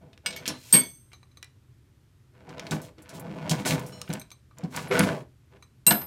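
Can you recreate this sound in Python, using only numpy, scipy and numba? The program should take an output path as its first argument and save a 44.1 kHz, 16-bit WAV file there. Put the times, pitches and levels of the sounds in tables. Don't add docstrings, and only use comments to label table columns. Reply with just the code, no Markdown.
import sys
import numpy as np
from scipy import signal
from scipy.fft import rfft, irfft
from scipy.io import wavfile
from scipy.ndimage import uniform_filter1d, minimum_filter1d
from numba import njit

SR = 44100
rng = np.random.default_rng(int(sys.argv[2]) if len(sys.argv) > 2 else 0)


def dump(signal):
    limited = np.clip(np.atleast_2d(signal).T, -1, 1)
    pcm = np.round(limited * 32767).astype(np.int16)
    wavfile.write(sys.argv[1], SR, pcm)


N = 267378
T = np.arange(N) / SR

# (frequency [Hz], relative level per Hz [dB])
AIR_SPECTRUM = [(15, -51), (25, -27.5), (78, -5.5), (123, -5), (185, -19), (363, -21.5), (476, -31),
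                (714, -37.5), (1300, -35.5), (14000, -49), (16000, -69)]
# (frequency [Hz], width of each of two filters [Hz], rms level [dB])
HUM_BANDS = [(90.5, 15, -72.5), (124.94, 4, -63.5)]
# (frequency [Hz], time to fade by 60 dB [s], level [dB])
GARAGE_BANDS = [(282, 0.22, -14), (1270, 0.2, -17), (3830, 0.27, -18), (10000, 0.46, -27.5)]
# (frequency [Hz], width before BODY_WIDENING [Hz], relative level [dB])
CHEST_BODY = [(160, 95, 7), (255, 36, 3), (385, 60, 1.5), (480, 36, 1), (648, 70, 4.5), (780, 110, -1)]
RATTLE_BODY = [(1098, 366, 16), (1499, 620, 14.5), (1980, 1200, 9), (2780, 2300, -7.5)]
SCRAPE_BODY = [(3700, 5000, 6), (7000, 5200, 1.5), (11800, 5100, -6.5)]
# (start [s], end [s], rumble at start [dB], rumble at end [dB], rattle against rumble [dB])
DRAWER_ROLLS = [(0.0, 0.177, -53, -70.5, -12), (0.233, 0.48, -47.5, -50.5, -6.5),
                (0.628, 0.74, -67, -61, -1), (2.32, 2.474, -65, -55.5, -4), (2.458, 2.713, -45, -46, -7.5),
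                (2.8, 2.908, -50.5, -57, -6.5), (2.946, 3.1, -78, -57.5, 3), (3.084, 3.532, -48, -38, -10),
                (3.808, 4.09, -40, -59.5, -9), (4.554, 4.643, -55, -50, -6),
                (4.691, 4.776, -63.5, -34.5, 1), (4.746, 4.916, -44.5, -44.5, -2.5),
                (4.896, 5.005, -39.5, -24.5, 0), (5.063, 5.226, -24.5, -50.5, -8.5),
                (5.501, 5.567, -64.5, -57, -3), (5.991, 6.039, -42, -48.5, 1)]
# (start [s], end [s], level at start [dB], level at end [dB])
STEEL_DRAGS = [(.26, .45, -70, -70), (.52, .72, -65, -47), (2.6, 2.71, -69, -59.5), (2.815, 2.89, -44, -61),
               (3.13, 3.185, -41, -56), (3.22, 3.49, -73, -65), (3.65, 3.75, -23.5, -41.5),
               (3.8, 4.1, -61, -62.5), (4.69, 4.76, -60, -47.5), (4.76, 4.9, -40, -65),
               (4.91, 5.22, -37.5, -63.5)]
# (time [s], level [dB], pitch [Hz], 60 dB fade, at least 0.02 used [s], shake-up of the contents [dB])
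DRAWER_THUDS = [(0.477, -11, 281, 0.016, -36.5), (0.729, -14.5, 241, 0.052, -28),
                (0.744, -9.5, 208.5, 0.035, -41.5), (2.496, -32, 167, 0.045, -52.5),
                (2.71, -18, 155.8, 0.14, -28.5), (2.979, -32.5, 315, 0.038, -57),
                (3.509, -7.5, 155.7, 0.055, -27), (3.583, -28, 188, 0.17, -36),
                (3.651, -15.5, 247, 0.041, -30.5), (3.683, -26.5, 127.2, 0.66, -32.5),
                (3.71, -22, 169.5, 0.25, -27), (3.765, -24, 173.5, 0.078, -38),
                (4.094, -11.5, 172.4, 0.045, -41), (4.126, -32, 182, 0.14, -38.5),
                (4.633, -17, 169, 0.079, -49), (4.904, -16.5, 363, 0.11, -33.5),
                (4.94, -23, 467, 0.34, -44), (4.995, -6.5, 198.5, 0.058, -32.5),
                (5.021, -21.5, 191.3, 0.31, -26), (5.865, -13, 179.3, 0.052, -27.5),
                (5.909, -10, 204, 0.053, -33)]
# (ratio to the pitch [1], level [dB])
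PANEL_MODES = [(0.448, -18.5), (1.002, 0), (1.448, -5.5), (2.098, -14), (2.899, -18), (4.1, -14.5)]
# (time [s], level [dB], centre [Hz], 60 dB fade, at least 0.01 used [s])
STEEL_TICKS = [(0.1313, -57.5, 2920, 0.051), (0.177, -53, 3330, 0.017), (0.261, -29.5, 3176, 0.09),
               (0.307, -40.5, 4040, 0.052), (0.3274, -44, 3230, 0.16), (0.364, -45.5, 4930, 0.14),
               (0.4566, -38.5, 2770, 0.28), (0.463, -43, 7000, 0.063), (0.478, -29, 5860, 0.081),
               (0.7266, -20, 5500, 0.03), (0.7388, -19, 9500, 0.025), (0.74, -21, 3715, 0.1),
               (1.118, -58, 2160, 0.092), (1.1322, -49, 3770, 0.0088), (1.428, -40.5, 5160, 0.019),
               (1.444, -50.5, 7100, 0.02), (2.493, -50, 4180, 0.027), (2.582, -46.5, 2520, 0.019),
               (2.5959, -35.5, 3390, 0.027), (2.6677, -42, 3400, 0.036), (2.71, -36.5, 5740, 0.13),
               (2.817, -50.5, 9670, 0.1), (2.983, -58, 2910, 0.052), (3.022, -56.5, 8900, 0.08),
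               (3.092, -50, 5890, 0.13), (3.197, -45.5, 12360, 0.061), (3.465, -52.5, 2490, 0.036),
               (3.4954, -30.5, 6160, 0.13), (3.5118, -28.5, 4950, 0.06), (3.584, -45, 2600, 0.024),
               (3.651, -37.5, 2670, 0.072), (3.708, -27.5, 2900, 0.044), (3.795, -45.5, 9600, 0.041),
               (3.8643, -50, 9000, 0.19), (4.016, -37, 5770, 0.022), (4.078, -50, 2170, 0.077),
               (4.091, -51, 8600, 0.02), (4.129, -39.5, 5800, 0.02), (4.1364, -33, 8100, 0.016),
               (4.305, -52, 5500, 0.021), (4.585, -48, 7170, 0.018), (4.6373, -52.5, 4460, 0.041),
               (4.763, -36, 7660, 0.059), (4.913, -34, 1770, 0.37), (4.993, -22.5, 8600, 0.021),
               (5.8662, -18, 6430, 0.04), (5.9089, -23, 2820, 0.056), (5.922, -27, 5340, 0.018),
               (6.0175, -47, 4500, 0.029)]
TOOL_MODES = { "socket": [(8447, -9, .33), (8490, 1, .06), (4600, -21, .05), (12385, -11, .1),
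              (12295, -19, .13), (14500, -28, .12), (14810, -15, .05), (9383, -27, .2)],
              "ratchet": [(1190, -3, .04), (2350, -3, .05), (1895, -10, .06), (3980, 0, .1),
              (6240, -6, .17), (8452, -17, .4), (9270, -5, .05), (12390, -16, .15)],
              "long wrench": [(1880, -6, .09), (2223, -2, .2), (3171, -3, .12), (3246, -9, .18),
              (4517, -5, .24), (4590, -5, .14), (3420, -11, .23), (6245, -14, .45), (8296, -20, .4),
              (8608, -9, .25), (10340, -20, .2), (10870, -32, .8), (11460, -22, .33), (12380, 6, .12),
              (12880, -15, .2), (13680, -26, .4), (13885, -20, .45)], "hex keys": [(2756, 0, .14),
              (4016, 0, .07), (5050, -28, .55), (9184, -16, .13), (9776, -23, .26), (10710, -33, .4),
              (12168, -13, .38), (12330, 2, .055), (13111, -11, .44), (14660, -20, .17)],
              "steel shaft": [(7779, -10, .3), (8472, -1, .17), (8597, 0, .22)],
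              "short wrench": [(2245, -4, .1), (3770, -9, .08), (4995, 0, .06), (6218, -14, .15),
              (8371, 4, .13), (9453, -4, .04), (12965, -14, .12), (13680, -15, .11)],
              "extension bar": [(3558, -11, .2), (3946, -14, .3), (4124, -10, .5), (5459, -4, .14),
              (6089, 0, .08), (6993, -6, .13), (8834, -9, .17), (10380, -9, .16), (11770, -2, .07)],
              "drawer handle": [(1233, -4, .4), (2970, 2, .09), (4124, -2, .25), (5460, -1, .15),
              (6896, -7, .2), (8619, -9, .3)], "screwdriver": [(9780, 0, .2)],
              "loose bit": [(10090, 4, .06), (11310, 0, .12)], "drawer liner": [(711, -4, .15),
              (926, -8, .16), (1357, -10, .15), (1497, -4, .12), (1669, 0, .08)], "pawl": [(2000, 3, .035),
              (2400, 1, .05), (3960, 1, .05), (5400, -5, .03)], }
TOOL_BLOWS = { "socket": [(.7264, 2.5, -3.5, 0.6), (.7392, -14, 4, 2.5)], "ratchet": [(1.133, -46.5, -2, 1),
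              (1.23, -53.5, -6, 2.2), (1.314, -66, -1, 0.99), (1.372, -45.5, 0, 2.24),
              (4.102, -37.5, -4.5, 2.6), (4.197, -39.5, 11, 3.9), (4.215, -39, 3.5, 2.6),
              (4.316, -40.5, 2.5, 1.9), (4.511, -70, -13, 1.3), (5.625, -46.5, -0.5, 1.62)],
              "long wrench": [(.3623, -39, -3.5, 1.5), (.7388, -20.5, 0.5, 0.83)],
              "hex keys": [(5.8672, -16, 5.5, 0.93)], "steel shaft": [(5.8668, -4, -4, 1.3)],
              "short wrench": [(.2618, -28.5, -1, 0.93)], "extension bar": [(.4782, -31, -1, 1.0)],
              "loose bit": [(4.881, -54, 1.5, 0.44)], "drawer handle": [(3.924, -49, 0, 0.45),
              (4.016, -41, -0.5, 3.5)], "screwdriver": [(5.004, -29.5, -5.5, 0.79)],
              "drawer liner": [(5.911, -17, 0, 1.33)], "pawl": [(1.4285, -43, 0, 1.3), (1.446, -55, 1, .9)],
              }
TOOL_TOUCHES = {"socket": [(.81, 17)], "drawer handle": [(4.012, 9)], "steel shaft": [(5.92, 7)]}
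TOOL_BUZZ = {"long wrench": (.7, 70), "ratchet": (.9, 130), "extension bar": (.4, 40),
             "drawer liner": (.7, 120), "drawer handle": (.5, 45), "short wrench": (.8, 90)}

AIR_DB = -58
ECHO_RISE_S = 0.00058
BODY_WIDENING = 1.38
WANDER_DB, WANDER_S = 2.5, .06
STROKE_RISE_S, STROKE_T60_S = 0.03, 0.079
SHAKE_RISE_S, SHAKE_T60_S = 0.013, 0.22
SHAKE_RATTLE_DB, SHAKE_SCRAPE_DB = -3, -13.5
RUMBLE_SPREAD_DB, RATTLE_SPREAD_DB, SCRAPE_SPREAD_DB = 1.4, 1.8, 2.0
PUSH_S = 0.00603
CHEST_LOW_HZ, TICK_LOW_HZ = 69.9, 900
TOUCH_S = 0.008
BUZZ_TOP_HZ = 7520
CEILING, RELEASE_S = .66, .004
TOP_HZ = 16000


def undb(db):
    return 10 ** (np.asarray(db) / 20)


def unit(x):
    return x / np.sqrt(np.mean(x ** 2))


def fade(t, t60):
    return np.exp(-np.log(1000) * t / t60)


def band(x, hz, width_hz):
    sharpness = max(hz / width_hz, .3)
    b, a = signal.iirpeak(min(hz, .4 * SR), sharpness, SR)
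    return signal.lfilter(b, a, x)


def highpass(x, order, hz):
    return signal.sosfilt(signal.butter(order, hz, "high", fs=SR, output="sos"), x)


def add(out, s, x):
    i = int(s * SR)
    out[i:i + len(x)] += x[:N - i]


def air():
    hz, db = np.transpose(AIR_SPECTRUM)
    f = np.fft.rfftfreq(N, 1 / SR) + 1
    shape = undb(np.interp(np.log(f), np.log(hz), db))
    out = unit(irfft(rfft(rng.standard_normal(N)) * shape, N)) * undb(AIR_DB)
    for hum_hz, width_hz, hum_db in HUM_BANDS:
        hum = band(band(rng.standard_normal(N), hum_hz, width_hz), hum_hz, width_hz)
        out = out + undb(hum_db) * unit(hum)
    return out


def garage(x):
    t = T[:SR // 2]
    tail = 0
    for hz, t60, db in GARAGE_BANDS:
        noise = band(rng.standard_normal(len(t)), hz, 0.83 * hz)
        tail = tail + undb(db) * unit(noise * fade(t, t60))
    echo = tail * np.clip(t / ECHO_RISE_S, 0, 1) / np.sqrt(len(t))
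    return signal.fftconvolve(x, echo)[:N]


def grit(rate, spread_db):
    hits = rng.random(N) < rate / SR
    extra = np.minimum(rng.exponential(size=N), 4)
    return hits * rng.standard_normal(N) * undb(spread_db * extra)


def wander():
    knots = np.arange(0, T[-1] + 1, WANDER_S)
    return np.interp(T, knots, undb(WANDER_DB * rng.standard_normal(len(knots))))


def strokes(rows):
    power = 0
    for start, end, start_db, end_db in rows:
        level = undb(np.interp(T, [start, end], [start_db, end_db]))
        rise = np.clip((T - start) / STROKE_RISE_S, 0, 1)
        fall = fade(np.maximum(T - end, 0), STROKE_T60_S)
        power = power + (level * rise * fall) ** 2
    return power


def shakes():
    power = 0
    for s, *_, db in DRAWER_THUDS:
        rise = np.clip((T - s) / SHAKE_RISE_S, 0, 1)
        fall = fade(np.maximum(T - s - SHAKE_RISE_S, 0), SHAKE_T60_S)
        power = power + (undb(db) * rise * fall) ** 2
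    return power


def slide_layer(modes, knocks, power):
    body = 0
    for hz, width_hz, db in modes:
        wide_hz = BODY_WIDENING * width_hz
        resonance = band(band(knocks, hz, wide_hz), hz, wide_hz)
        body = body + undb(db) * wander() * resonance
    return np.sqrt(power) * unit(body)


def slides():
    shaken = shakes()
    rumble_power = strokes([row[:4] for row in DRAWER_ROLLS]) + shaken
    rattle_rows = [(a, b, db_a + d, db_b + d) for a, b, db_a, db_b, d in DRAWER_ROLLS]
    rattle_power = strokes(rattle_rows) + undb(2 * SHAKE_RATTLE_DB) * shaken
    scrape_power = strokes(STEEL_DRAGS) + undb(2 * SHAKE_SCRAPE_DB) * shaken
    rumble = slide_layer(CHEST_BODY, grit(1200, RUMBLE_SPREAD_DB), rumble_power)
    rattle = slide_layer(RATTLE_BODY, grit(900, RATTLE_SPREAD_DB), rattle_power)
    scrape = slide_layer(SCRAPE_BODY, grit(9000, SCRAPE_SPREAD_DB), scrape_power)
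    return rumble + rattle + scrape


def thuds():
    out, t = np.zeros(N), T[:SR // 2]
    ratio, mode_db = np.transpose(PANEL_MODES)[:, :, None]
    push = 1 - np.exp(-t / PUSH_S)
    for s, thud_db, hz, t60, _ in DRAWER_THUDS:
        detune = 1 + .05 * rng.standard_normal(ratio.shape)
        decay = fade(t, max(t60, .02) / ratio ** 0.3)
        modes = undb(mode_db) * decay * np.sin(2 * np.pi * hz * ratio * detune * t)
        add(out, s, undb(thud_db) * modes.sum(axis=0) * push)
    return out


def ticks(count=30):
    out, t = np.zeros(N), T[:SR // 5]
    for s, db, hz, t60 in STEEL_TICKS:
        noise, t60 = rng.standard_normal(len(t)), max(t60, .01)
        click = band(noise, 1.5 * hz, min(2.6 * hz, SR / 3))
        click = band(click, hz, min(2 * hz, SR / 3)) * fade(t, .006)

        spread, size, life = rng.standard_normal((3, count, 1))
        pitch = hz * np.exp(.42 * np.tanh(spread / 2) * 2)
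        tones = np.sin(2 * np.pi * np.minimum(pitch, .4 * SR) * t)
        decay = fade(t, .7 * t60 * np.exp(.3 * life))
        modes = np.sum(undb(3 * size) * decay * tones, axis=0)

        hiss = band(band(noise, hz, 0.56 * hz), hz, min(2.1 * hz, SR / 3))
        hiss = unit(hiss) * fade(t, t60)
        add(out, s, undb(db) * (0.1 * click + 0.24 * modes + 1.22 * hiss))
    return highpass(out, 2, TICK_LOW_HZ)


def buzz(name, hz, count):
    depth, width_hz = TOOL_BUZZ[name]
    b, a = signal.butter(1, width_hz, fs=SR)
    wobble = unit(signal.lfilter(b, a, rng.standard_normal((len(hz), count))))
    return (1 + depth * wobble / (1 + (hz / BUZZ_TOP_HZ) ** 2)) / np.hypot(1, depth)


def tools():
    out, t = np.zeros(N), T[:SR // 2 + SR // 4]
    for name, blows in TOOL_BLOWS.items():
        hz, db, t60 = np.transpose(TOOL_MODES[name])[:, :, None]
        for s, blow_db, tilt_db, damping in blows:
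            size = undb(db + tilt_db * np.log2(hz / 4000))
            if name in TOOL_BUZZ:
                size = size * buzz(name, hz, len(t))
            decay = fade(t, t60 / max(damping, .3))
            ring = np.sum(size * decay * np.sin(2 * np.pi * hz * t), axis=0)
            loss_db = 0
            for touch_s, touch_db in TOOL_TOUCHES.get(name, []):
                if touch_s > s:
                    loss_db = loss_db + touch_db * np.clip((s + t - touch_s) / TOUCH_S, 0, 1)
            add(out, s, ring * undb(blow_db - loss_db))
    return out


def scene():
    chest = highpass(thuds() + slides(), 3, CHEST_LOW_HZ)
    near = tools() + ticks() + chest
    return (near + garage(near) + air())[None]


@njit
def follow(x, keep):
    e, out = 0., np.empty(len(x))
    for i in range(len(x)):
        e = max(x[i], e * keep)
        out[i] = e
    return out


def record(dry):
    ahead = -minimum_filter1d(-np.abs(dry[0]), size=89)
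    peak = follow(ahead, np.exp(-1 / (RELEASE_S * SR)))
    gain = CEILING / np.maximum(peak, CEILING)
    held = dry * uniform_filter1d(gain, size=45)
    top_cut = signal.ellip(8, .2, 70, TOP_HZ, fs=SR, output="sos")
    return signal.sosfilt(top_cut, held)


dry = scene()
out = record(dry)
dump(out)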